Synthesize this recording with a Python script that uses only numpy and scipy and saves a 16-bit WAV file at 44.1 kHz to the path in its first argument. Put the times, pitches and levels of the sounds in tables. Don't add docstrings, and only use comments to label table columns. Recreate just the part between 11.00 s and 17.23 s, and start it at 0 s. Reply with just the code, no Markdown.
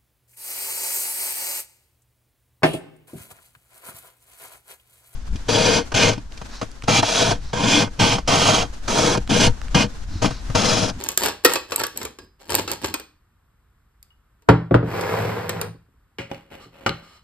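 import sys
import numpy as np
from scipy import signal
from scipy.fft import rfft, irfft
from scipy.io import wavfile

SR = 44100
rng = np.random.default_rng(int(sys.argv[2]) if len(sys.argv) > 2 else 0)


def put_to_file(sound):
    columns = np.atleast_2d(sound).T
    safe = np.clip(columns, -1, 1)
    whole_steps = np.round(safe * 32767)
    wavfile.write(sys.argv[1], SR, whole_steps.astype(np.int16))


N = 274743
TIME = np.arange(N) / SR

# freq_hz, level_db
FLOOR_SPECTRUM = [(55, 7), (250, -13), (600, -21.5), (1250, -14), (2300, -24.5), (6000, -35), (13000, -32),
                  (16000, -40)]
FLOOR_DB = -60
# freq_hz, level_db
FLOOR_RUMBLE_SPECTRUM = [(55, 5.5), (90, -3.5), (400, -37.5), (1500, -66)]

# multiple of its ring frequency, boost_db
HANDLE_RESONANCES = [(.52, 8), (1, 13), (1.6, 9)]
HANDLE_WIDTH_HZ = 430
# freq_hz, level_db
TICK_SPECTRUM = [(300, -23), (1500, -13.5), (3500, -11.5), (15500, -3.5)]
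FREE_BAR_RATIOS = [1, 2.76, 5.4, 8.93, 13.3]
# freq_hz, width_hz, boost_db
BRUSH_TIN_RINGS = [(300, 40, 3.3), (528, 56, 4.6), (950, 87, 5), (1660, 61, 2.5), (2540, 170, 4.9)]

# start_s, length_s, clatter_db, drawer_rumble_db
STROKES = [(-0.02, 0.14, -33, -45), (.18, 0.11, -22, -43), (.435, 0.13, -25.5, -49.5),
           (.68, 0.066, -35, -47.5), (.77, 0.054, -24, -41.5), (.935, .13, -40, -44),
           (1.18, 0.069, -56, -55.5), (1.385, 0.2, -48, -67), (1.48, 0.12, -24, -35.5),
           (1.675, 0.056, -28.5, -41), (1.81, 0.068, -26.5, -35.5)]
STROKE_ATTACK_S, SETTLE_T60_S, DRAWER_T60_S = 0.03, 0.098, 0.3
STRAY_PER_S, STRAY_DB, STRAY_LOW_HZ, STRAY_HIGH_HZ = 150, -8.5, 6500, 9400
# freq_hz, level_db
CLATTER_SPECTRUM = [(40, -16), (150, -6), (400, 3), (1000, -2), (2000, -7), (4500, -6), (8000, -10),
                    (15000, -20)]
# freq_hz, level_db
DRAWER_SPECTRUM = [(30, -14.5), (70, 6.5), (130, -4.0), (300, -1), (450, -5.0), (900, -32.0), (3000, -60.5)]

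# start_s, tick_db, knock_db, ring_hz
BRUSH_CLACKS = [(0.039, -25.5, -45.5, 6630), (0.088, -17.5, -25.5, 6530), (0.1753, -8, -24, 7258),
                (0.235, -23, -17.5, 7746), (0.2596, -19, -16.5, 8810), (0.448, -7.5, -8.5, 9360),
                (0.451, -13.5, -2.5, 8070), (0.46, -15.5, -27, 9260), (0.536, -18, -25.5, 7356),
                (0.556, -27.5, -14, 9170), (0.72, -35.5, -18, 6670), (0.7602, -15, -32, 8034),
                (0.7978, -27.5, -22, 7776), (0.836, -26, -16.5, 7870), (0.867, -26, -40.5, 6650),
                (0.9742, -23, -44.5, 7780), (1.015, -42, -26.5, 7570), (1.031, -33, -31, 7210),
                (1.052, -28, -26.5, 6630), (1.187, -50, -34.5, 7700), (1.505, -26.5, -30, 8790),
                (1.5514, -11, -24.5, 8380), (1.677, -49, -21.5, 6600), (1.716, -19.5, -33.5, 9070),
                (1.843, -44.5, -20, 7000), (1.9405, -20.5, -19, 8500), (1.998, -36.5, -33.5, 8120),
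                (3.0281, -44, -70.5, 9410), (3.422, -65.5, -57, 8620), (4.0103, -35, -26.5, 9300),
                (4.4934, -23.5, -20, 7860), (4.6136, -23, -25, 9070)]
SNAP_T60_S = 0.013
# freq_hz, level_db
BRUSH_TIN_SPECTRUM = [(40, -23.5), (120, -17), (220, -9.5), (450, 2), (800, -5), (1500, -2.5), (2100, -7.5),
                      (3000, -5), (5000, -4.5), (15000, -23)]
# start_s, pitch_hz, level_db, t60_s
PINGS = [(1.186, 4950, -52, .3), (1.94, 3058, -41, .14), (3.105, 2900, -53, .08)]

# freq_hz, level_db, t60_s
DESK_MODES = [(64.6, -8, .2), (92, -6, .1), (120, -1, .4), (167, -4, .3), (198, -4, .14), (283, -2, .22),
              (325, -7, .18), (359, -5, .14), (440, -2, .12), (538, -6, .1)]
# start_s, thump_db, crack_db, brightness_hz, factor on the desk's ring time
POT_KNOCKS = [(3.4886, -5.5, -4.5, 4200, 0.98), (3.7102, -12, -18.5, 700, 0.79),
              (3.743, -7.5, -9, 2440, 0.72), (3.828, -22, -29.5, 1180, 1), (4.745, -43, -64.5, 297.6, 0.47),
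              (4.885, -50, -81.5, 300, 0.17), (4.94, -54, -80.5, 300, 0.17)]
# freq_hz, level_db
POT_SPECTRUM = [(50, -10.5), (200, -8), (450, 10.5), (750, 2), (1100, -1), (1700, -6.5), (2800, -15),
                (4500, -22), (7000, -30.5), (15000, -36)]
# time_s, speed (0 to 1)
PUSH = [(3.84, 0.2), (3.95, .75), (4.17, 0.9), (4.48, .45), (4.64, 0.44), (4.70, 0.09)]
GRIND_DB, GRIND_POWER = -23.5, 1.37
GRIT_DB, GRIT_POWER = -38.5, 1.9
SHUDDER_DB, SHUDDER_POWER = -30.5, 0.54
# freq_hz, level_db
GRIND_SPECTRUM = [(80, -18), (250, -7.5), (450, 1), (700, -3.5), (1100, -5), (2400, -13), (5000, -29),
                  (15000, -49.5)]
# freq_hz, width_hz, boost_db
GRIND_RINGS = [(474, 55, 9), (791, 30, 5), (1010, 40, 5), (1670, 50, 4), (2170, 150, 3)]
# freq_hz, level_db
GRIT_SPECTRUM = [(1500, -18), (4500, 4.5), (6700, -2.5), (7800, -6), (8400, -5), (9100, -5), (15500, 0)]
# freq_hz, level_db
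SHUDDER_SPECTRUM = [(30, -28.5), (70, -12.5), (125, -12), (200, -1.0), (350, -20.5), (1500, -67.0)]
# freq_hz, width_hz, boost_db
SHUDDER_RINGS = [(108.5, 7.9, 27.8), (170.0, 12, 15)]

# start_s, thump_db, crack_db, hollow_hz of the struck part, rattle_t60_s
TIN_KNOCKS = [(5.185, -31, -27.5, 2274, 0.236), (5.3145, -37, -29, 810, 0.03),
              (5.345, -53.5, -41, 2260, 0.044), (5.658, -44.5, -61.5, 600, 0.035),
              (5.863, -28.5, -15.5, 1258, 0.09), (5.893, -26, -25.5, 4030, 0.024)]
# freq_hz, level_db
PAINT_TIN_SPECTRUM = [(50, -8.5), (180, -0.5), (550, -5.5), (1300, -10), (3000, -10), (3700, -18),
                      (5000, -18.5), (15000, -39)]
# freq_hz, width_hz, boost_db
PAINT_TIN_RINGS = [(547.8, 27, 13.3), (820, 40, 7.3), (1230, 17, 3.6), (1414, 20.8, 1.7), (2160, 68, 3.74),
                   (2890, 90, 7), (4270, 149, 5.9)]
# start_s, length_s, level_db
LID_SCRAPES = [(5.29, .06, -43), (5.50, .045, -41), (5.72, 0.27, -49)]
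SCRAPE_ATTACK_S, SCRAPE_T60_S = 0.022, 0.398
# freq_hz, level_db
SCRAPE_SPECTRUM = [(60, 6.5), (250, 6.5), (550, 4.0), (1300, -2.5), (2600, -2.5), (4500, -15),
                   (8000, -21.0), (15000, -21.0)]
# start_s, length_s, level_db
HINGE_TURNS = [(5.59, 0.055, -49), (6.01, .16, -53)]
HINGE_ATTACK_S, HINGE_T60_S = 0.0302, 0.2
# freq_hz, level_db
LID_SPECTRUM = [(200, -6), (1200, -6.5), (8000, -16.5), (15000, -27.5)]
# freq_hz, width_hz, boost_db
LID_RINGS = [(1220, 110, 13), (2150, 140, 8), (2980, 180, 13), (4220, 320, 12), (5200, 260, 8)]

# freq_hz, t60_s
ROOM_T60 = [(100, 0.54), (400, 0.29), (1500, 0.33), (5000, 0.34), (9000, 0.28), (15000, .28)]
# freq_hz, level_db
ROOM_SPECTRUM = [(100, -3), (500, 2), (4000, 2), (8000, -2), (15000, -6)]
# freq_hz, likeness (0 unrelated, 1 identical)
PORT_LIKENESS = [(100, 0.98), (300, 0.97), (650, 0.42), (1500, 1), (2800, 0.17), (5000, .6), (7000, 1)]
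# freq_hz, lead_rad
PORT_LEAD = [(20, 0), (300, -.2), (650, -1.1), (950, -.35), (1800, 0), (2900, 2.1), (3900, 1), (5100, 1.2),
             (6000, 3.14), (8050, 6.28), (10300, 9.42), (12600, 12.4), (14800, 15.7)]
EDGE_HZ = 15800


def amp(db):
    return 10 ** (np.asarray(db) / 20)


def read(points, hz):
    table_hz, value = np.transpose(points)
    return np.interp(np.log(hz + 1), np.log(table_hz + 1), value)


def add(mix, start_s, sound):
    part = mix[:, round(start_s * SR):][:, :sound.shape[1]]
    part += sound[:, :part.shape[1]]


def body(spectrum, rings=(), size=4096):
    hz = abs(np.fft.fftfreq(size, 1 / SR))
    gain = amp(read(spectrum, hz))
    for ring_hz, width_hz, boost_db in rings:
        gain = gain * (1 + (amp(boost_db) - 1) / (1 + (2 * (hz - ring_hz) / width_hz) ** 2))
    causal_spectrum = np.exp(np.conj(signal.hilbert(np.log(gain))))
    response = np.fft.ifft(causal_spectrum).real[:size // 2]
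    return response[None] / np.linalg.norm(response)


def through(x, response):
    return signal.fftconvolve(x, response, axes=1)[:, :x.shape[1]]


def dying(t60, size=8192):
    return np.exp(-np.log(1000) * np.arange(size) / SR / t60)


def burst(t60):
    fade = dying(t60)
    return rng.standard_normal((2, len(fade))) * fade


def lasting(x, seconds):
    return x * np.sqrt(seconds * SR / (x ** 2).sum(1, keepdims=True))


def grains(per_s, spread_db):
    size = amp(spread_db * np.minimum(rng.exponential(1, N), 4))
    size = size * (rng.random(N) < per_s / SR)
    return size * rng.standard_normal((2, N)) / size.std()


def gestures(rows, attack_s, t60, level_column=2):
    gain = np.zeros(N)
    for row in rows:
        t = TIME - row[0]
        swell = np.clip(t / attack_s, 0, 1)
        fade = np.exp(-np.log(1000) * np.maximum(t - row[1], 0) / t60)
        gain += amp(row[level_column]) * swell * fade
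    return gain


def floor():
    air = amp(FLOOR_DB) * through(rng.standard_normal((2, N)), body(FLOOR_SPECTRUM))
    rumble = through(grains(per_s=170, spread_db=-0.5), body(FLOOR_RUMBLE_SPECTRUM))
    return air + amp(-60.5) * rumble


def handle(ring_hz):
    return body(TICK_SPECTRUM, [(ratio * ring_hz, HANDLE_WIDTH_HZ, db) for ratio, db in HANDLE_RESONANCES])


def stirring(count=8):
    clatter = np.zeros((2, N))
    for _ in range(count):
        first_hz = rng.uniform(300, 900)
        bending = [(first_hz * ratio, 45 * np.sqrt(ratio), 11) for ratio in FREE_BAR_RATIOS]
        knocks = through(grains(per_s=55, spread_db=0.0), body(CLATTER_SPECTRUM, BRUSH_TIN_RINGS + bending))
        stray_handle = handle(rng.uniform(STRAY_LOW_HZ, STRAY_HIGH_HZ))
        ticks = through(grains(per_s=STRAY_PER_S / count, spread_db=2.0), stray_handle)
        clatter += (knocks + amp(STRAY_DB) * ticks) / np.sqrt(count)
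    rumble = through(grains(per_s=620, spread_db=2.0), body(DRAWER_SPECTRUM))
    jostle = gestures(STROKES, STROKE_ATTACK_S, SETTLE_T60_S)
    shake = gestures(STROKES, STROKE_ATTACK_S, DRAWER_T60_S, level_column=3)
    return amp(-2) * jostle * clatter + amp(0.5) * shake * rumble


def brushes():
    out = np.zeros((2, N))
    for start_s, tick_db, knock_db, ring_hz in BRUSH_CLACKS:
        snap = lasting(through(burst(SNAP_T60_S), handle(ring_hz)), 0.0074)
        bending = [(hz * rng.uniform(0.7, 1.2), 70, 12) for hz in (420, 1150, 2300)]
        hollow = through(burst(0.059), body(BRUSH_TIN_SPECTRUM, BRUSH_TIN_RINGS + bending))
        hollow = lasting(hollow, 0.0044)
        add(out, start_s, amp(tick_db) * snap + amp(knock_db) * hollow)
    return out


def pings():
    out = np.zeros((2, N))
    for start_s, pitch_hz, level_db, t60 in PINGS:
        fade = dying(t60, size=20000)
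        cycles = pitch_hz * np.arange(len(fade)) / SR + rng.random((2, 1))
        add(out, start_s, amp(level_db) * fade * np.sin(2 * np.pi * cycles))
    return out


def desk(sustain, size=24000):
    t = np.arange(size) / SR
    ring = np.zeros(size)
    for k, (hz, db, t60) in enumerate(DESK_MODES):
        ring += (-1) ** k * amp(db) * dying(t60 * sustain, size) * np.sin(2 * np.pi * hz * t)
    return np.array([ring, np.zeros(size)])


def knock(colour, thump_db, crack_db, t60, sustain):
    crack = through(burst(0.0078) * amp(5.5) + burst(t60), colour)
    sound = amp(thump_db) * desk(sustain)
    add(sound, 0, amp(crack_db) * lasting(crack, 0.014))
    return sound


def pot_slide():
    speed = np.maximum(np.interp(TIME, *np.transpose(PUSH), left=0, right=0), 0)
    grind = through(grains(per_s=3900, spread_db=1.0), body(GRIND_SPECTRUM, GRIND_RINGS))
    grit = through(grains(per_s=9000, spread_db=0.3), body(GRIT_SPECTRUM))
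    push = speed ** SHUDDER_POWER * grains(per_s=600, spread_db=1.8)
    shudder = through(push, body(SHUDDER_SPECTRUM, SHUDDER_RINGS))
    slide = amp(GRIND_DB) * speed ** GRIND_POWER * grind
    slide += amp(GRIT_DB) * speed ** GRIT_POWER * grit
    return slide + amp(SHUDDER_DB) * shudder


def pot():
    out, colour = np.zeros((2, N)), body(POT_SPECTRUM)
    for start_s, thump_db, crack_db, bright_hz, sustain in POT_KNOCKS:
        lowpass = signal.butter(1, min(bright_hz, SR / 4), fs=SR)
        blow_colour = signal.lfilter(*lowpass, colour)
        add(out, start_s, knock(blow_colour, thump_db, crack_db, t60=0.097, sustain=sustain))
    return out + pot_slide()


def paint_tin():
    out = np.zeros((2, N))
    for start_s, thump_db, crack_db, hollow_hz, t60 in TIN_KNOCKS:
        colour = body(PAINT_TIN_SPECTRUM, PAINT_TIN_RINGS + [(hollow_hz, 400, 10)])
        add(out, start_s, knock(colour, thump_db, crack_db, t60, sustain=0.71))
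    scrape = through(grains(per_s=3000, spread_db=2.2), body(SCRAPE_SPECTRUM, PAINT_TIN_RINGS))
    singing = through(rng.standard_normal((2, N)), body(LID_SPECTRUM, LID_RINGS))
    out += gestures(LID_SCRAPES, SCRAPE_ATTACK_S, SCRAPE_T60_S) * scrape
    return out + gestures(HINGE_TURNS, HINGE_ATTACK_S, HINGE_T60_S) * singing


def room(size=30000):
    hz, t, bands = signal.stft(rng.standard_normal((2, size)), SR, nperseg=256)
    bands = bands * np.exp(-np.log(1000) * t / read(ROOM_T60, hz)[:, None])
    bands = bands * amp(read(ROOM_SPECTRUM, hz))[:, None]
    tail = signal.istft(bands, SR, nperseg=256)[1][:, :size]
    tail = tail * (1 - dying(0.011, size))
    return tail / np.linalg.norm(tail[0])


def ports(x):
    hz = np.fft.rfftfreq(N, 1 / SR)
    like = np.clip(read(PORT_LIKENESS, hz), 0, 1)
    turn = np.exp(0.5j * read(PORT_LEAD, hz))
    shared, apart = rfft(x) * np.sqrt([(1 + like) / 2, (1 - like) / 2])
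    return irfft(np.array([(shared + apart) * turn, (shared - apart) / turn]), N)


def scene():
    background = floor()
    drawer = stirring() + brushes() + pings()
    water_pot = pot()
    tin = paint_tin()
    send = amp(-11.0) * drawer + amp(-12.5) * water_pot + amp(-12.5) * tin
    wet = through(send, room())
    return ports(drawer + water_pot + tin + wet + background)


def record(dry):
    heard = signal.lfilter(*signal.butter(2, 44, "high", fs=SR), dry)
    edge = signal.firwin(255, EDGE_HZ, window=("kaiser", 7), fs=SR)
    return signal.oaconvolve(np.clip(heard, -1, 1), edge[None], "same")


dry = scene()
out = record(dry)
put_to_file(out)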